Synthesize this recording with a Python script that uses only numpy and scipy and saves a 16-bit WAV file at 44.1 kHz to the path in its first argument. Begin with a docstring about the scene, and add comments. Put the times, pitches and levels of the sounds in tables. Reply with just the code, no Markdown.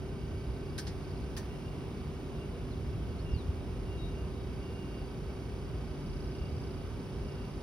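"""On an open paved yard, some metres away, an electric boom lift raises its basket.
Its pump hums and whines at multiples of the shaft speed, over a faint buzz and a hiss of oil and air.
Metal knocks three times in the boom and sets the steel ringing, and a thin squeal comes and goes.
Far birds sing and trill, and two level whistles sound, perhaps from the hydraulics.
Under it all lies a low outdoor rumble with a hum and a few soft bumps."""
import sys
import numpy as np
from scipy import signal
from scipy.fft import rfft, irfft, next_fast_len
from scipy.io import wavfile

SR = 44100
rng = np.random.default_rng(int(sys.argv[2]) if len(sys.argv) > 2 else 0)


def materialize(psi):
    """Save the field psi as 16-bit PCM at rate SR to the path in sys.argv[1].

    A 1-D psi becomes a single channel; in a 2-D psi each row is a channel.
    """
    bounded = np.clip(np.atleast_2d(psi).T, -1, 1)
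    quanta = np.round(bounded * 32767).astype(np.int16)
    wavfile.write(sys.argv[1], SR, quanta)


N = 336262
TIME = np.arange(N) / SR
FFT_SIZE = next_fast_len(N + SR // 4)
BIN_HZ = np.maximum(np.arange(FFT_SIZE // 2 + 1) * SR / FFT_SIZE, 1)   # the frequencies a filter acts on
CUTOFF_HZ = 15750

# Levels in the tables are relative: the functions add their own gain.
# The pump shaft surges at the first clacks, dips at the last, then sags under load: time_s, speed_rpm
SHAFT_SPEED = [(0.0, 1895), (0.27, 1881), (0.42, 1884), (0.55, 1880.5), (0.75, 1887.6), (0.95, 1892.5),
               (1.1, 1884), (1.35, 1879), (1.5, 1871.5), (1.75, 1876.5), (2.3, 1877), (3.0, 1875.4),
               (4.5, 1874), (7.62, 1872.7)]
# Tones of the pump and motor: cycles_per_turn, level_db
PUMP_TONES = [(9, -60), (12, -50.2), (13, -52.5), (19, -67), (22, -71), (24, -73), (41, -78), (48, -79),
              (49, -71.5), (60, -84), (72, -74.5), (75, -81), (84, -78), (96, -78), (103, -85), (122, -85),
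              (141, -87), (144, -86), (148, -80), (149, -77.5), (150, -81.5), (154, -87), (156, -85),
              (157, -86), (163, -84), (168, -82), (174, -84.5), (195, -84), (199, -86), (206, -87),
              (207, -88), (246, -87), (264, -89), (276, -88), (288, -88), (312, -86), (324, -84),
              (336, -84), (348, -88)]
# How loud the high whine is: time_s, level_db
WHINE_LEVEL = [(0.0, 2), (1.5, 1.5), (1.9, 0.5), (3.3, 0.5), (5.0, 1.5), (7.62, 2.5)]
# One tone of the whine sinks after the clacks and slowly returns: time_s, level_db
FADING_TONE_LEVEL = [(0.0, -2), (0.9, 0), (1.55, -3), (1.75, -6), (2.35, -3), (2.8, -5), (6.0, -0.5),
                     (7.62, -0.5)]
# Hiss of oil, motor brushes and open air, from low to high: frequency_hz, level_db
HISS_COLOUR = [(500, -79), (800, -82), (1250, -85.5), (1750, -93), (2050, -93), (2400, -91.5),
               (3200, -93.5), (3900, -97), (4450, -100), (5300, -97.5), (5900, -102), (7200, -107),
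               (10500, -107), (13800, -113), (15000, -117)]
# How loud the hiss is: time_s, level_db
HISS_LEVEL = [(0.0, -55.5), (1.55, -52.5), (2.95, -54), (6.15, -53.5), (7.62, -53)]
# Clacks in the boom; the second is a softer rebound: start_s, level_db, treble_edge_hz
CLACKS = [(0.78, -27.5, 13000), (0.868, -32.5, 7500), (1.367, -30.5, 15000)]
# Notes the steel rings with, and their time to fade by 60 dB: pitch_hz, level_db, ring_s
STEEL_NOTES = [(1060, -3, .1), (1545, -4, .11), (1652, -2, .12), (1783, -3, .11), (1850, -1, .11),
               (4128, -1, .06), (4398, 0, .09), (4543, 0, .07), (5044, 3, .11), (5630, 1, .06),
               (5905, 3, .07), (6250, 3, .06), (6922, 4, .05), (7428, 7, .045), (8144, 0, .04),
               (8898, 2, .05)]
# The crash of many high steel notes packed close together: frequency_hz, level_db
CRASH_COLOUR = [(600, -5), (1600, 5), (2600, 1.5), (4000, 4), (5300, 6), (6200, -1), (7300, -23), (8800, 1),
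                (10000, -5.5), (11800, -0.5), (13000, -11), (16000, -8)]
# Spurts of the thin squeal: start_s, length_s, level_db
SQUEAL_SPURTS = [(1.45, 0.48, -67), (2.3, 0.21, -62.5), (3.02, .16, -66), (3.21, .21, -59.5),
                 (3.83, 0.23, -63.5), (4.0, 0.35, -67), (4.54, .4, -63.5), (4.87, .24, -66.5),
                 (6.3, 0.26, -65), (7.2, 0.33, -66)]
# Gliding bird whistles, then two level whistles near 3.8 kHz, perhaps from the hydraulics:
# start_s, length_s, start_hz, middle_hz, end_hz, level_db
WHISTLES = [(1.898, 0.027, 4120, 3500, 2900, -62), (2.35, 0.068, 4020, 3730, 3205, -66),
            (2.697, .04, 4120, 4130, 3950, -60), (2.726, .028, 4050, 3550, 2950, -57.5),
            (3.005, .05, 2850, 3080, 2850, -63), (3.096, .025, 5200, 4600, 4100, -64),
            (3.172, .058, 3900, 4450, 5520, -59), (3.29, .162, 6200, 4350, 3300, -56.5),
            (3.962, 0.15, 3890, 3800, 3815, -54.5), (4.249, 0.27, 3790, 3773, 3780, -68)]
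# A bird's long trill swells twice and trails off: time_s, level_db
TRILL_LEVEL = [(5.65, -75), (5.95, -57), (6.25, -50.5), (6.48, -55), (6.65, -50), (6.84, -58), (7.0, -62),
               (7.25, -56), (7.62, -59)]
# The outdoor rumble, from low to high: frequency_hz, level_db
RUMBLE_COLOUR = [(20, -84), (32, -83), (45, -57), (57, -57), (80, -57), (110, -60), (145, -63.5),
                 (180, -66), (245, -69.5), (340, -71.5), (400, -74.5), (460, -76)]
# Hollow drones within the rumble: pitch_hz, width_hz, boost_db
DRONES = [(59.4, 12, 2), (100, 18, -1), (226, 5.5, -1), (240.4, 12.8, 4.5), (283.5, 3.8, 1), (479, 31, 4.5)]
# Slow swell of the deep rumble: time_s, level_db
RUMBLE_SWELL = [(0.0, -3), (1.7, -3.5), (2.25, -5.5), (2.9, -0.5), (4.2, -1.5), (4.7, -4.5), (5.3, -4),
                (6.2, -1.5), (7.62, -4)]
# Soft low bumps: middle_s, level_db, pitch_hz
BUMPS = [(2.951, -29.5, 108), (3.339, -23.5, 58.5), (3.495, -27, 66), (4.14, -34, 59.4), (4.261, -27, 74.6),
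         (5.02, -30.5, 60), (6.417, -27.5, 61)]
# How alike the left and right sides sound: frequency_hz, likeness (0 to 1)
STEREO_LIKENESS = [(50, .9), (90, .85), (140, .86), (260, .95), (380, .94), (520, .64), (800, .6),
                   (1700, .62), (2500, .58), (3500, .62), (5000, .36), (6200, .7), (7300, .95), (9000, .85),
                   (15000, .8)]
# How far the left side's wave runs ahead of the right: frequency_hz, lead_radians
LEFT_LEAD = [(100, 0), (1000, -.25), (1900, 0), (2600, 1.7), (3900, 1.0), (4800, .3), (5400, .5),
             (6100, 1.6), (7300, 3.1), (8700, 4.7), (10500, 6.3), (13500, 9.4), (15500, 12.3)]
# The left side's level minus the right side's: frequency_hz, balance_db
LEFT_BALANCE = [(80, -0.5), (250, -0.5), (550, -3), (2300, -2.5), (3300, -0.5), (16000, -0.5)]


def pump_tones(rpm, turns, hum_db=-1.85, surge_db_per_rpm=0.0758, hum_waver=0.097, whine_waver=0.24):
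    """The turning shaft makes a low hum, louder as it speeds up, and a high whine that wavers more."""
    group_size, fading_multiple = 24, 49
    steps_s = np.arange(0, TIME[-1] + 1, .1)
    # Tones in one group waver together, so close ones beat evenly once a turn.
    wobbles = rng.standard_normal((group_size, 2, len(steps_s)))
    hum_level = hum_db + surge_db_per_rpm * (rpm - np.median(rpm))
    whine_level = over_time(WHINE_LEVEL)
    tones = np.zeros(N)
    for multiple, db in PUMP_TONES:
        whine_share = np.interp(multiple, [13, 70], [0, 1])
        waver = hum_waver + whine_share * (whine_waver - hum_waver)
        swing, slip = (np.interp(TIME, steps_s, row) for row in waver * wobbles[multiple // group_size])
        fade_db = over_time(FADING_TONE_LEVEL) if multiple == fading_multiple else 0
        gain = from_db(db + fade_db + hum_level + whine_share * (whine_level - hum_level))
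        phase = 2 * np.pi * multiple * turns + slip + 0.34 * rng.standard_normal()
        tones += gain * (1 + swing) * np.sin(phase)
    return np.sqrt(2) * tones


def hiss(turns, level_db=-1.56, purr_depth=0.056, low_edge_hz=480, treble_hz=2500, segments=6):
    """Oil, brushes and air hiss. Six unequal segments each rasp once a turn, so the treble purrs."""
    segment = (turns * segments).astype(int) % segments
    rasp = unit_level(rng.standard_normal(segments))[segment] + np.cos(2 * np.pi * segments * turns)
    colour = from_db(over_frequency(HISS_COLOUR)) / np.sqrt(1 + (low_edge_hz / BIN_HZ) ** 8)
    noise = stereo_noise(colour)
    treble = filtered(noise, 1 / (1 + (treble_hz / BIN_HZ) ** 4))
    purr = purr_depth * (rasp - rasp.mean()) * treble
    level = over_time(HISS_LEVEL)
    return from_db(level_db + 0.55 * (level - np.median(level))) * (noise + purr)


def gear_buzz(turns, level_db=-13, treble_db=4, treble_hz=5000, low_edge_hz=600, points=2048):
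    """The same small bumps pass on every turn, making many faint tones, clearest in the treble."""
    one_turn = irfft(np.exp(2j * np.pi * rng.random((2, points // 4))), points)
    buzz = np.array([np.interp(turns % 1 * points, np.arange(points), side) for side in one_turn])
    boost_db = treble_db / (1 + (treble_hz / BIN_HZ) ** 2)
    colour = from_db(over_frequency(HISS_COLOUR) + level_db + boost_db)
    colour /= 1 + (low_edge_hz / BIN_HZ) ** 2
    return spread_stereo(unit_level(buzz), np.sqrt(CUTOFF_HZ) * colour)


def boom_clacks(ring_db=-18, crash_db=-8.5, rise_s=0.0046, contact_s=0.013, tick_s=0.0022):
    """Metal hits metal: a sharp tick, a crash, ringing steel and a weak echo from the yard."""
    chatter, crash = np.zeros((2, N)), np.zeros((2, N))
    age = TIME[:SR // 2]
    onset = 1 - np.exp(-(age / rise_s) ** 2)
    yard_echo = from_db(-18) * die_away(age, fade_s=0.67)
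    crash_shape = onset * (die_away(age, fade_s=0.095) + yard_echo)
    tick = np.exp(-age / tick_s)
    for start_s, db, treble_edge_hz in CLACKS:
        softness = signal.butter(2, treble_edge_hz, fs=SR)
        grit = from_db(db) * signal.lfilter(*softness, rng.standard_normal((2, 2, len(age))))
        span = slice(int(start_s * SR), int(start_s * SR) + len(age))
        chatter[:, span] += grit[0] * onset * np.exp(-age / contact_s) / np.sqrt(contact_s * SR / 2)
        crash[:, span] += grit[1] * (crash_shape + tick)
    steel = sum(from_db(db) * steel_ring(chatter, hz, ring_s) for hz, db, ring_s in STEEL_NOTES)
    colour = from_db(over_frequency(CRASH_COLOUR)) / (1 + (500 / BIN_HZ) ** 2)
    return spread_stereo(steel, from_db(ring_db)) + spread_stereo(crash, from_db(crash_db) * colour)


def steel_ring(force, pitch_hz, ring_s):
    """Each push on the steel starts a pure note that dies away."""
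    decay, angle = die_away(1 / SR, ring_s), 2 * np.pi * pitch_hz / SR
    return signal.lfilter([0, np.sin(angle)], [1, -2 * decay * np.cos(angle), decay ** 2], force + 1e-18)


def squeal(level_db=1.5, pitch_hz=2789, wander_hz=7, flutter=0.38, ramp_s=0.09, idle_db=-74):
    """A thin whistle, unrelated to the shaft speed, stays faint and flares up in spurts."""
    spurts = np.zeros(N)
    for start_s, length_s, db in SQUEAL_SPURTS:
        inside_s = np.minimum(TIME - start_s, start_s + length_s - TIME)
        spurts += from_db(db) * np.clip(inside_s / ramp_s, 0, 1)
    level = np.maximum(spurts, from_db(idle_db)) * (1 + flutter * drift(rate_hz=40))
    cycles = np.cumsum(pitch_hz + wander_hz * drift(rate_hz=40)) / SR
    return np.sqrt(2) * from_db(level_db) * level * np.sin(2 * np.pi * cycles)


def whistles(level_db=-2, pan_db=5, flutter=0.18, echo_db=-12, echo_s=0.07):
    """Gliding bird notes and two level whistles come from the left, unsteady and smeared by trees."""
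    notes = np.zeros(N)
    for start_s, length_s, start_hz, middle_hz, end_hz, db in twitter_notes() + list(WHISTLES):
        progress = np.linspace(0, 1, int(length_s * SR))
        glide = np.polyfit([0, .5, 1], [start_hz, middle_hz, end_hz], 2)
        cycles = np.cumsum(np.polyval(glide, progress)) / SR
        start = int(start_s * SR)
        notes[start:start + len(cycles)] += from_db(db) * arch(progress) * np.sin(2 * np.pi * cycles)
    notes *= 1 + flutter * drift(rate_hz=60)
    echo_shape = np.exp(-TIME[:SR // 2] / echo_s) / np.sqrt(echo_s * SR / 2)
    scatter = rng.standard_normal((2, SR // 2)) * echo_shape
    echo = signal.fftconvolve(notes[None], scatter, axes=1)[:, :N]
    direct = left_first(notes, lag_s=0.00003) * from_db([[pan_db], [-pan_db]])
    return from_db(level_db) * (direct + from_db(echo_db) * echo)


def twitter_notes(start_s=1.023, period_s=0.0645, chip_s=0.016, turn_s=0.02, level_db=-59):
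    """Four quick bird chirps, listed like WHISTLES: each dives, breaks off and climbs back."""
    low_hz, turn_hz, high_hz = 3550, 3950, 5400
    notes = []
    for chirp in range(4):
        at_s = start_s + period_s * chirp
        dive = (at_s, chip_s, high_hz, (high_hz + low_hz) / 2, low_hz, level_db)
        climb = (at_s + turn_s, chip_s * 0.92, turn_hz, (high_hz + turn_hz) / 2, high_hz, level_db)
        notes += [dive, climb]
    return notes


def trilling_bird(level_db=-3, start_s=5.661, period_s=0.03597, low_hz=4300, high_hz=6400):
    """A second bird, off to one side, repeats one quick upward chip that thins out as it climbs."""
    progress = np.minimum((TIME - start_s) / period_s % 1 / 0.54, 1)   # a chip fills 54% of a period
    cycles = np.cumsum(low_hz + (high_hz - low_hz) * progress) / SR
    chips = arch(progress ** 0.68) ** 3   # each is loudest early on
    level = (TIME > start_s) * from_db(level_db + over_time(TRILL_LEVEL))
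    return left_first(level * chips * np.sin(2 * np.pi * cycles), lag_s=0.00008)


def low_bumps(width_s=0.014):
    """Each bump is a few soft cycles of very low sound."""
    bumps = np.zeros(N)
    for middle_s, db, pitch_hz in BUMPS:
        swell = from_db(db) * np.exp(-((TIME - middle_s) / width_s) ** 2)
        bumps += swell * np.cos(2 * np.pi * (pitch_hz * (TIME - middle_s) + rng.random()))
    return bumps


def far_hum(pitch_hz=147, level_db=-50, waver=0.17):
    """A low tone hangs in the rumble and slowly grows louder and softer."""
    level = from_db(level_db) * (1 + waver * drift(rate_hz=1))
    return np.sqrt(2) * level * np.sin(2 * np.pi * pitch_hz * TIME + drift(rate_hz=0.77))


def outdoor_rumble(deep_db=1.1, body_db=-0.23, waver_db=0.7, low_hz=20, split_hz=170, high_hz=480):
    """Low noise with a few drones: the deep part swells and sinks, the part above it is steady."""
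    drones_db = sum(db / (1 + (2 * (BIN_HZ - hz) / width_hz) ** 2) for hz, width_hz, db in DRONES)
    colour = from_db(over_frequency(RUMBLE_COLOUR) + drones_db)
    colour /= np.sqrt((1 + (BIN_HZ / high_hz) ** 8) * (1 + (low_hz / BIN_HZ) ** 4))
    deep_share = 1 / (1 + (BIN_HZ / split_hz) ** 4)
    swell = from_db(deep_db + over_time(RUMBLE_SWELL) + waver_db * drift(rate_hz=6))
    deep = swell * stereo_noise(colour * np.sqrt(deep_share))
    body = from_db(body_db) * stereo_noise(colour * np.sqrt(1 - deep_share))
    return deep + body


def stereo_noise(colour):
    """Left and right noise; colour sets its strength at each frequency."""
    return spread_stereo(rng.standard_normal((2, FFT_SIZE)), colour * np.sqrt(SR / 2))


def spread_stereo(pair, gain):
    """Filter two unrelated sounds and mix them so that left and right are partly alike."""
    alike = np.clip(over_frequency(STEREO_LIKENESS), 0, .99)
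    middle, side = rfft(pair, FFT_SIZE)
    mixed = np.sqrt(1 + alike) * middle + np.sqrt(1 - alike) * side * [[1], [-1]]
    return irfft(mixed * gain / np.sqrt(2), FFT_SIZE)[:, :N]


def left_first(sound, lag_s):
    """A sound from the left reaches the right side a moment later."""
    return filtered(sound, np.exp(1j * np.pi * BIN_HZ * lag_s * np.array([[1], [-1]])))


def filtered(sound, response):
    """Change the strength and timing of each frequency in a sound."""
    return irfft(rfft(sound, FFT_SIZE) * response, FFT_SIZE)[..., :N]


def drift(rate_hz, step_s=0.002):
    """A smooth random wobble of size about 1; a higher rate makes it quicker."""
    memory = np.exp(-2 * np.pi * rate_hz * step_s)
    steps_s = np.arange(-1, TIME[-1] + 1, step_s)
    wobble = signal.lfilter([1], [1, -2 * memory, memory ** 2], rng.standard_normal(len(steps_s)))
    return unit_level(np.interp(TIME, steps_s, wobble))


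def die_away(age_s, fade_s):
    """A gain that falls by 60 dB every fade_s seconds."""
    return from_db(-60 * age_s / fade_s)


def arch(progress):
    """Rise from silence and fall back as progress goes from 0 to 1."""
    return np.sin(np.pi * np.clip(progress, 0, 1))


def over_time(table):
    """Join a table's points into a value for every sample."""
    return np.interp(TIME, *np.transpose(table))


def over_frequency(table):
    """Join a table's points into a value for every frequency, with octaves evenly spaced."""
    hz, value = np.transpose(table)
    return np.interp(np.log(BIN_HZ), np.log(hz), value)


def unit_level(sound):
    """Scale a sound so that its average strength (rms) is 1."""
    return sound / np.sqrt(np.mean(sound ** 2) + 1e-20)


def from_db(db):
    """Turn decibels into a number to multiply by."""
    return 10 ** (np.asarray(db) / 20)


def scene():
    """The shaft drives the tones, the buzz and the purr of the hiss; the rest sounds on its own."""
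    rpm = over_time(SHAFT_SPEED)
    turns = np.cumsum(rpm / 60) / SR
    lift = pump_tones(rpm, turns) + hiss(turns) + gear_buzz(turns) + squeal() + boom_clacks()
    return lift + outdoor_rumble() + far_hum() + low_bumps() + whistles() + trilling_bird()


def record(dry):
    """Each side of the microphone has its own level and timing, and the highest treble is cut."""
    left = from_db(over_frequency(LEFT_BALANCE) / 2) * np.exp(.5j * over_frequency(LEFT_LEAD))
    stereo = filtered(dry, np.array([left, 1 / left]))
    treble_cut = signal.ellip(10, .1, 80, CUTOFF_HZ, fs=SR, output="sos")
    return signal.sosfilt(treble_cut, stereo)


dry = scene()
out = record(dry)
materialize(out)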